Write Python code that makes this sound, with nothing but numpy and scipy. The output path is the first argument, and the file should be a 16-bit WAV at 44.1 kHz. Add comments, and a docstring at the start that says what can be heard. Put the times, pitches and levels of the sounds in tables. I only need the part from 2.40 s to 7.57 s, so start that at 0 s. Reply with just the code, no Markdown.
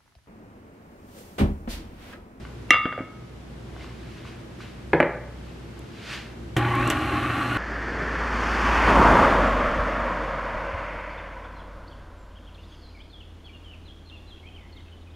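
"""A small glass bowl clinks on the rim of a mixing bowl, is carried off and set down on a far counter.
Each blow sets decaying tones ringing; noise bursts add the cracks and rattles.
Slippers scuff over the floor as bands of noise; a lever clicks and a stand mixer spins up with whining
gears (blurred tones), rumble, hiss and mains buzz. A refrigerator hums under it all in beating tones.
Two close microphones hear almost the same sound, made as a mid signal plus and minus a side signal."""
import sys
import numpy as np
from scipy import signal
from scipy.fft import rfft, irfft, next_fast_len
from scipy.io import wavfile
from scipy.ndimage import uniform_filter1d

SR = 44100
rng = np.random.default_rng(int(sys.argv[2]) if len(sys.argv) > 2 else 0)


def transcribe(u):
    """Save the signal u as a 16-bit wav file named by the first command-line argument.

    u: samples, shape (n,) or (channels, n), limited to [-1, 1]; the rate is SR.
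    q: integer samples, one column per channel.
    """
    v = np.clip(np.atleast_2d(u).T, -1, 1)
    q = np.round(v * 32767).astype(np.int16)
    wavfile.write(sys.argv[1], SR, q)


N = 228123
T = np.arange(N) / SR  # time of every sample [s]
MAINS_HZ = 59.9


def amp(db):
    """Turn decibels into a gain."""
    return 10 ** (np.asarray(db) / 20)


def rms_one(x):
    """Scale a sound to an rms level of 1."""
    return x / np.sqrt(np.mean(x ** 2) + 1e-20)


def over_time(points):
    """Join (time, value) points by straight lines, one value per sample."""
    seconds, values = np.transpose(points)
    return np.interp(T, seconds, values)


def at_hz(points, hz):
    """Read a spectrum between its points; pitch is spaced by ratio, as the ear hears it."""
    point_hz, point_db = np.transpose(points)
    return np.interp(np.log(hz + 1), np.log(point_hz), point_db)


def coloured(x, spectrum):
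    """Filter a sound by a (frequency, level) spectrum."""
    size = next_fast_len(N)
    hz = np.arange(size // 2 + 1) * SR / size
    return irfft(rfft(x, size) * amp(at_hz(spectrum, hz)), size)[..., :N]


def drift(rate_hz):
    """Random wandering with rms 1: white noise smoothed twice, quicker at a higher rate."""
    r = np.exp(-2 * np.pi * rate_hz / SR)
    smooth = signal.lfilter([1], [1, -2 * r, r * r], rng.standard_normal(N + SR))
    return rms_one(smooth[SR:])  # the first second only settles the filter


def soften(x, hz):
    """A soft contact lasts longer and so loses its treble."""
    return signal.sosfilt(signal.butter(2, hz, fs=SR, output="sos"), x)


def resonance(x, hz, width_hz):
    """One resonance: lets a narrow band through, with gain 1 at its top."""
    r = np.exp(-np.pi * width_hz / SR)
    feedback = [1, -2 * r * np.cos(2 * np.pi * hz / SR), r * r]
    return signal.lfilter([(1 - r * r) / 2, 0, (r * r - 1) / 2], feedback, x)


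def double_resonance(x, hz, width_hz):
    """The same resonance twice in a row, for steeper sides."""
    return resonance(resonance(x, hz, width_hz), hz, width_hz)


def strike(times, levels_db, modes, spread_db=0, tilts=0):
    """Every blow sets each mode (one decaying tone) ringing, with some luck in its strength."""
    at, out = np.round(np.array(times) * SR).astype(int), np.zeros(N)
    luck = rng.standard_normal((len(at), len(modes)))
    for k, (hz, level_db, t60) in enumerate(modes):
        brightness_db = tilts * np.log2(hz / 3000)
        clicks = np.full(N, 1e-18)  # not quite zero, which keeps the filter fast
        clicks[at] = amp(levels_db + level_db + spread_db * luck[:, k] + brightness_db)
        r, w = amp(-60 / (t60 * SR)), 2 * np.pi * hz / SR
        tone = signal.lfilter([0, np.sin(w)], [1, -2 * r * np.cos(w), r * r], clicks)
        out += (-1) ** k * tone  # every other mode starts downward
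    return out


def burst(times, levels_db, t60, spectrum):
    """Coloured noise that starts at each blow and dies quickly."""
    blows = np.full(N, 1e-18)
    blows[np.round(times * SR).astype(int)] = amp(levels_db)
    dying = soften(signal.lfilter([1], [1, -amp(-60 / (t60 * SR))], blows), hz=900)
    return dying * rms_one(coloured(rng.standard_normal(N), spectrum))


def kitchen(x, gap_s):
    """Reverberation: noise that dies away at its own pace in each band, after a first gap."""
    # time each band takes to fade by 60 dB: (frequency [Hz], t60 [s])
    fade_times = [(125, 0.51), (300, 0.48), (700, 0.6), (1500, 0.6), (3000, 0.32), (6000, 0.12),
                  (12000, 0.05)]
    t = np.arange(int(.7 * SR)) / SR
    tail = 0
    for hz, t60 in fade_times:
        band = signal.butter(2, [hz / 1.5, hz * 1.5], "band", fs=SR, output="sos")
        noise = signal.sosfilt(band, rng.standard_normal(len(t)))
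        tail = tail + noise * amp(-60 * t / t60) * (t > gap_s)
    return signal.fftconvolve(x, tail / np.sqrt(np.sum(tail ** 2)))[:N]


def room_tone():
    """Refrigerator hum, each line throbbing and wavering, over the steady air of the room: mid and side."""
    # hum lines, each beating with a close neighbour: (multiple of mains [times], level [dB],
    # beat rate [per s], depth [0-1], a weakest moment [s])
    hum_lines = [(1, -43, 0.658, 0.47, 2.073), (2, -45, 3.1, 0.19, 5.9)]
    # colour of the room's air noise: (frequency [Hz], relative level [dB per Hz])
    air_colour = [(12, -60), (20, -27), (26, -23), (45, -8.5), (70, -7), (87, -5), (119, -2), (191, -6.5),
                  (232, -5.5), (306, -13.5), (342, -10), (705, -20.5), (3080, -31), (12800, -49.5),
                  (15500, -62.5)]
    # how wide the air noise is: (frequency [Hz], side minus mid level [dB])
    air_width = [(60, -21), (110, -24.5), (200, -9.5), (380, -2.5), (700, -2.5), (1290, 0), (2380, -1),
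                 (4400, -0.5), (8120, -0.5), (15000, -3.5)]
    mains = 2 * np.pi * np.cumsum(MAINS_HZ * (1 + 0.011 * drift(2.75))) / SR
    hum = 0
    for multiple, level_db, beats, depth, weakest_s in hum_lines:
        beat = np.abs(1 - depth * np.exp(2j * np.pi * beats * (T - weakest_s)))
        hum = hum + amp(level_db + 1.36 * drift(3.8)) * beat * np.sin(multiple * mains)
    air = amp(-42.5) * rms_one(coloured(rng.standard_normal((2, N)), air_colour))
    rattle = amp(-52.0) * rms_one(resonance(rng.standard_normal(N), hz=331.0, width_hz=25))
    return hum + rattle + air[0], coloured(air[1], air_width)


def slippers():
    """Soft soles tap down and rub the floor: dense grit under each stroke."""
    # strokes, swelling and fading: (peak time [s], relative level [dB], rise [dB per s], fall [dB per s])
    strokes = [(0.01, -55, 104, 90), (1.42, -49.5, 155, 118), (1.62, -65.5, 82, 46), (1.77, -53.5, 55, 69),
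               (1.87, -50, 503, 143), (2.21, -47.5, 589, 88), (3.06, -58.5, 62, 43), (3.38, -64, 308, 131),
               (3.73, -35.5, 104, 122)]
    # colour of the rubbing: (frequency [Hz], relative level [dB per Hz])
    rub_colour = [(290, -35), (500, -19.5), (552, -7.5), (976, -7), (1630, 2), (1830, -0.5), (2640, 1),
                  (4670, -7), (15000, -34)]
    # heels touching down: (time [s], relative level [dB])
    heels = [(0.051, -24.5), (1.364, -27), (1.409, -31), (1.444, -27), (1.852, -32.5), (2.204, -28),
             (3.372, -28)]
    # tones of sole and floor: (frequency [Hz], relative level [dB], t60 [s])
    sole_modes = [(715, -1.5, 0.023), (1110, 3, 0.013), (1510, -1, 0.02), (2080, -5, 0.018),
                  (2880, -7, .015)]
    linger_s = 0.01  # a stroke stays this long at its peak
    grit = rng.standard_normal(N) * amp(0.41 * drift(36))
    loudness = 0
    for peak_s, peak_db, rise, fall in strokes:
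        before_db = rise * (peak_s - T)
        after_db = fall * np.maximum(T - peak_s - linger_s, 0)
        loudness = loudness + amp(peak_db - np.where(T < peak_s, before_db, after_db))
    rub = loudness * rms_one(coloured(grit, rub_colour))
    heel_s, heel_db = np.transpose(heels)
    return rub + soften(strike(heel_s, heel_db - 14.5, sole_modes, spread_db=6.5), hz=3900)


def housing(x):
    """The cast shell of the mixer sings at its own resonances."""
    # shell resonances: (frequency [Hz], nominal width [Hz], relative level [dB])
    shell = [(253.4, 43, -1), (299, 42, 5), (342, 47, -3.5), (824, 32, -4), (1107, 98, 1.5),
             (1500, 500, -8.5), (1860, 44, -6.5), (2675, 110, -18), (3030, 99, -14), (4090, 220, -17)]
    out = 0
    for hz, width, db in shell:
        # two filters in a row narrow the peak, so each is made wider
        out = out + amp(db) / np.sqrt(width) * double_resonance(x, hz, 1.42 * width)
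    return out


def mixer():
    """Gear teeth whine with the speed and rattle the housing; brushes hiss; the field buzzes at twice mains."""
    # motor current, heard as mains buzz; a surge, the climb, coasting, a new pull: (time [s], level [dB])
    current = [(4.165, -21.5), (4.24, -28.5), (4.47, -26.5), (4.52, -39.5), (5.04, -39.5), (5.13, -35),
               (5.173, -28)]
    # how often gear teeth meet: (time [s], frequency [Hz])
    tooth_rate = [(4.16, 700), (4.26, 880), (4.36, 1120), (4.5, 1450), (4.65, 1420), (4.85, 1250),
                  (5.0, 1440), (5.05, 1380), (5.17, 1450)]
    # first three multiples of the tooth rate: (relative level [dB])
    multiples_db = [0, -4, -18]
    # colour of the rumble: (frequency [Hz], relative level [dB per Hz])
    rumble_colour = [(24, -41), (40, -20), (112, -4.5), (210, -5), (302, -2.5), (461, -12), (795, -7),
                     (954, -14.5), (1140, -6), (2730, -15), (5000, -35.5), (6500, -55), (11000, -120)]
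    # colour of the brush hiss: (frequency [Hz], relative level [dB per Hz])
    brush_colour = [(2060, -20), (3500, -6), (4120, -7.5), (5120, -16), (5620, -11), (8850, -16.5),
                    (10900, -16), (13900, -22), (15500, -39)]
    # whistles of the fan: (frequency [Hz], width [Hz], level against the hiss [dB])
    whistles = [(6150, 64, -23), (8000, 46, -18), (10800, 170, -19)]
    switch_on_s = 4.165
    buzz_db, mesh_hz = over_time(current), over_time(tooth_rate)
    pull_db = buzz_db + 30  # current against a reference of -30 dB
    octaves = np.log2(mesh_hz / 1400)  # speed against a 1400 Hz tooth rate

    turn = 2 * np.pi * np.cumsum(mesh_hz) / SR
    whine = 0
    for multiple, level_db in enumerate(multiples_db, 1):
        blur_hz = 40 * multiple  # uneven teeth blur each multiple into a band
        in_step = (1 + drift(blur_hz)) * np.sin(multiple * turn)
        out_of_step = drift(blur_hz) * np.cos(multiple * turn)
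        whine = whine + amp(level_db) * (in_step + out_of_step)
    whine = whine + amp(26.5) * housing(whine)  # louder where the teeth meet a resonance

    mains = 2 * np.pi * MAINS_HZ * T
    throb = 1 + 0.057 * np.sin(2 * mains) + 0.033 * np.sin(mains) + 0.31 * np.sin(2 * np.pi * 302.5 * T)
    teeth = throb * amp(2.0 * drift(100)) * rng.standard_normal(N)
    broad = rms_one(coloured(teeth, rumble_colour))
    rumble = rms_one(rms_one(housing(teeth)) + amp(6.5) * broad)
    # the worktop shakes under the base
    shake = amp(-39.5) * rms_one(double_resonance(teeth, hz=64.3, width_hz=50))
    # the clearest tone of the shell
    sing_hz = 1163 * (1 + .012 * drift(8.84))
    sing = amp(-35 + 2.2 * drift(5.9)) * np.sin(2 * np.pi * np.cumsum(sing_hz) / SR)

    hiss = rms_one(coloured(throb * rng.standard_normal(N), brush_colour))
    hiss = hiss + sum(amp(db) * rms_one(resonance(hiss, hz, width)) for hz, width, db in whistles)
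    hum = np.sin(2 * mains) + amp(-43) * np.sin(4 * mains) + amp(-9.0) * np.sin(6 * mains)
    buzz = np.sqrt(2) * amp(1.2 * drift(6.0)) * hum

    # whine and body follow a share of the current's swing; all but the buzz grow louder with speed
    whine = amp(-37 + 0.49 * pull_db + 3.5 * octaves) * whine
    body = amp(0.047 * pull_db + 1.5 * octaves) * (amp(-27) * rumble + sing + shake)
    hiss = amp(-50.5 + 5 * octaves) * hiss
    return (T >= switch_on_s) * (whine + body + hiss + amp(buzz_db) * buzz)


def lever():
    """Short plastic clicks with a brief rattle; a brighter one has stronger high modes."""
    # lever and small plastic ticks: (time [s], relative level [dB], brightness [dB per octave])
    ticks = [(3.3924, -55, 13), (4.1667, -16.5, -8), (4.1691, -40, -15.5), (4.1767, -41, -14),
             (4.182, -39, -15), (4.3544, -60, 20.5), (4.476, -25.5, 3.5), (4.501, -13.5, 0.5),
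             (4.833, -39, 3)]
    # tones of the plastic: (frequency [Hz], relative level [dB], t60 [s])
    plastic_modes = [(323, -9.5, 0.052), (1860, 6, 0.047), (2470, 13.5, 0.008), (2940, -23, 0.019),
                     (3550, 2, 0.021), (4100, -9, 0.0098), (5700, 9, 0.0055), (7800, 10.5, 0.0062),
                     (9000, -20, 0.0028), (9700, 9, 0.0018), (13000, -4, .003)]
    # colour of the rattle after each click: (frequency [Hz], relative level [dB per Hz])
    rattle_colour = [(1470, -7), (2500, -5), (3270, -6.5), (4200, -20.5), (7340, -21), (9080, -24.5),
                     (15500, -27)]
    tick_s, tick_db, bright = np.transpose(ticks)
    clicks = strike(tick_s, tick_db - 17.0, plastic_modes, spread_db=0.5, tilts=bright)
    return clicks + burst(tick_s, tick_db - 8.0, 0.078, rattle_colour)


def counter():
    """The bowl lands on a wooden top and rocks: a short crack and the soft boom of the wood."""
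    # landings, as single knocks or close pairs, some brighter than others:
    # (time [s], relative level [dB], brightness [dB per octave])
    thuds = [(2.532, -4, 1), (2.5343, -2.5, 0), (2.547, -13.5, -3), (2.602, 1.5, 3.5), (2.605, -3, 1),
             (2.628, -5, 0.5)]
    # tones of the wood: (frequency [Hz], relative level [dB], t60 [s])
    wood_modes = [(167.6, -9.5, 0.24), (275, 1.5, 0.02), (342, 0, 0.079), (448, -1.5, 0.037),
                  (485, -2.5, 0.11), (577, -1.5, 0.073), (766, 3, 0.017), (1010, 1.5, 0.01),
                  (1700, 2, 0.0079), (2320, 2.5, 0.0069), (3320, -10.5, 0.0043), (4460, -21, 0.0057),
                  (380, 3.5, 0.022)]
    # colour of the contact itself: (frequency [Hz], relative level [dB per Hz])
    crack_colour = [(88, -45), (150, -15.5), (330, -5), (739, -6.5), (956, -13), (1540, -7), (3260, -30.5),
                    (4980, -58), (9460, -57), (12000, -59), (15600, -88), (22000, -120)]
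    thud_s, thud_db, bright = np.transpose(thuds)
    boom = strike(thud_s, thud_db - 12.0, wood_modes, spread_db=1, tilts=bright)
    boom = soften(soften(boom, hz=4200), hz=5500)
    return burst(thud_s, thud_db - 10.5, 0.023, crack_colour) + boom


def bowls():
    """One hard touch: a bright knock and both glasses ringing; then softer bumps. Returns contacts and ring."""
    # glass on glass: (time [s], relative level [dB])
    clinks = [(0.306, 7.5)]
    # tones of the mixing bowl, some in beating pairs: (frequency [Hz], relative level [dB], t60 [s])
    big_modes = [(506, -19, .3), (1273, -7, .9), (2165, -13, .7), (2207, -5.5, .7), (2762, 0, .55),
                 (3413, -19, .65), (3423, -23, .6), (3671, -21, .55), (4183, -30, .22), (4878, -33, .6),
                 (4888.5, -33, .6), (6900, -40, .14), (8161, -35, .17), (10920, -43, .2)]
    # tones of the small bowl: (frequency [Hz], relative level [dB], t60 [s])
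    small_modes = [(1206, -3.5, .85), (1421, -19, .18), (1750, -18, .2), (2024, -7, .16), (2363, -15, .15),
                   (2961, -22, .25)]
    # short tones of the hard, bright knock, strongest near 2 kHz:
    # (frequency [Hz], relative level [dB], t60 [s])
    knock_modes = [(311, -18.5, 0.035), (725, -20, 0.027), (1335, -5, 0.004), (2006, 5.5, 0.009),
                   (3200, -2, .006), (3900, -12, 0.011), (5700, -2, 0.0045), (6900, -15, .011),
                   (9300, -14, .006), (11000, -14, .014)]
    # the small bowl bumps along the rim and chatters:
    # (time [s], relative level [dB], brightness [dB per octave], loss per touch [dB])
    bumps = [(0.333, 3, 6.5, 2), (0.455, -1, 2.5, 6.5), (0.526, -12, 0, 10), (0.578, -19, -1.5, 5),
             (0.589, -16.5, -2, 3.5)]
    # tones of the bumps: (frequency [Hz], relative level [dB], t60 [s])
    rim_modes = [(274, -5, 0.025), (514, -4, 0.022), (690, -4.5, 0.012), (1230, -1.5, 0.013),
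                 (1615, 5, 0.0029), (2220, -10, 0.039), (3170, -14.5, 0.014)]
    gripped_s = 0.595  # the fingers start to close on the small bowl
    chatter_s = .006  # basic step of the chatter
    clink_s, clink_db = np.transpose(clinks)
    pressed = np.clip((T - clink_s[0]) / .0018, 0, 1)  # force builds while the rims are in contact
    free = np.clip(1 - (T - gripped_s) / .03, .1, 1)  # the grip leaves a tenth of the ring
    ring = strike(clink_s, clink_db - 19.5, big_modes)
    ring = ring + free * strike(clink_s, clink_db - 21.0, small_modes)
    graze = soften(strike([.293], -43, big_modes), hz=3500)  # a faint first touch of the rims

    knock = pressed * soften(strike(clink_s, clink_db - 3, knock_modes, spread_db=1), hz=6000)
    knock = knock + amp(-13.5) * np.roll(knock, round(0.0035 * SR))  # echo off the worktop and wall

    touches = []
    for at, db, tilt, loss_db in bumps:
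        for k in range(6):
            late = rng.uniform(0, 0.693) * (k > 0)  # uneven gaps after the first touch
            touches.append((at + chatter_s * (k + late), db - loss_db * k, tilt))
    touch_s, touch_db, bright = np.transpose(touches)
    chatter = strike(touch_s, touch_db - 6.5, rim_modes, spread_db=6, tilts=bright)
    chatter = soften(soften(chatter, hz=2580), hz=3400)
    return knock + chatter, pressed * ring + graze


def scene():
    """Near and far sources in the kitchen, joined from mid and side into two channels."""
    # colour given to the side signal of the sources: (frequency [Hz], gain [dB])
    side_colour = [(60, -37), (110, -56.5), (200, -59.5), (380, -34), (700, -37), (1290, -33.5),
                   (2380, -30.5), (4400, -10.5), (8120, -9), (15000, 4)]
    tone_mid, tone_side = room_tone()
    steady, far = slippers() + mixer(), counter()
    contacts, ring = bowls()
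    near = contacts + lever()
    direct = near + ring + far + steady
    # how much of each source goes into the reverberation
    wet = amp(-15) * near + amp(-20) * ring + amp(-11.0) * far + amp(-12.5) * steady
    mid = direct + kitchen(wet, gap_s=0.0071)
    side = coloured(kitchen(direct + wet, gap_s=.001), side_colour)
    return mid + tone_mid + (side + tone_side) * [[1], [-1]]


def record(dry):
    """Gain control ducks after loud peaks and creeps back; overloads clip; lows and top are cut."""
    level_db = 10 * np.log10(uniform_filter1d(np.mean(dry ** 2, axis=0), size=256) + 1e-12)
    climb_db = 4.9 * T  # recovery of 4.9 dB a second
    excess_db = 0.78 * np.maximum(level_db + 12.0, 0)  # a share of whatever passes -12 dB
    duck_db = np.maximum.accumulate(excess_db + climb_db) - climb_db
    r = np.exp(-1 / (0.041 * SR))  # the gain reacts over 41 ms
    levelled = dry * amp(-signal.lfilter([1 - r], [1, -r], duck_db))
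    levelled = signal.sosfilt(signal.butter(2, 38, "high", fs=SR, output="sos"), levelled)
    top_cut = signal.cheby2(12, 70, 15600, fs=SR, output="sos")  # 70 dB down from 15.6 kHz up
    return signal.sosfilt(top_cut, np.clip(levelled, -1, 1))


dry = scene()
out = record(dry)
transcribe(out)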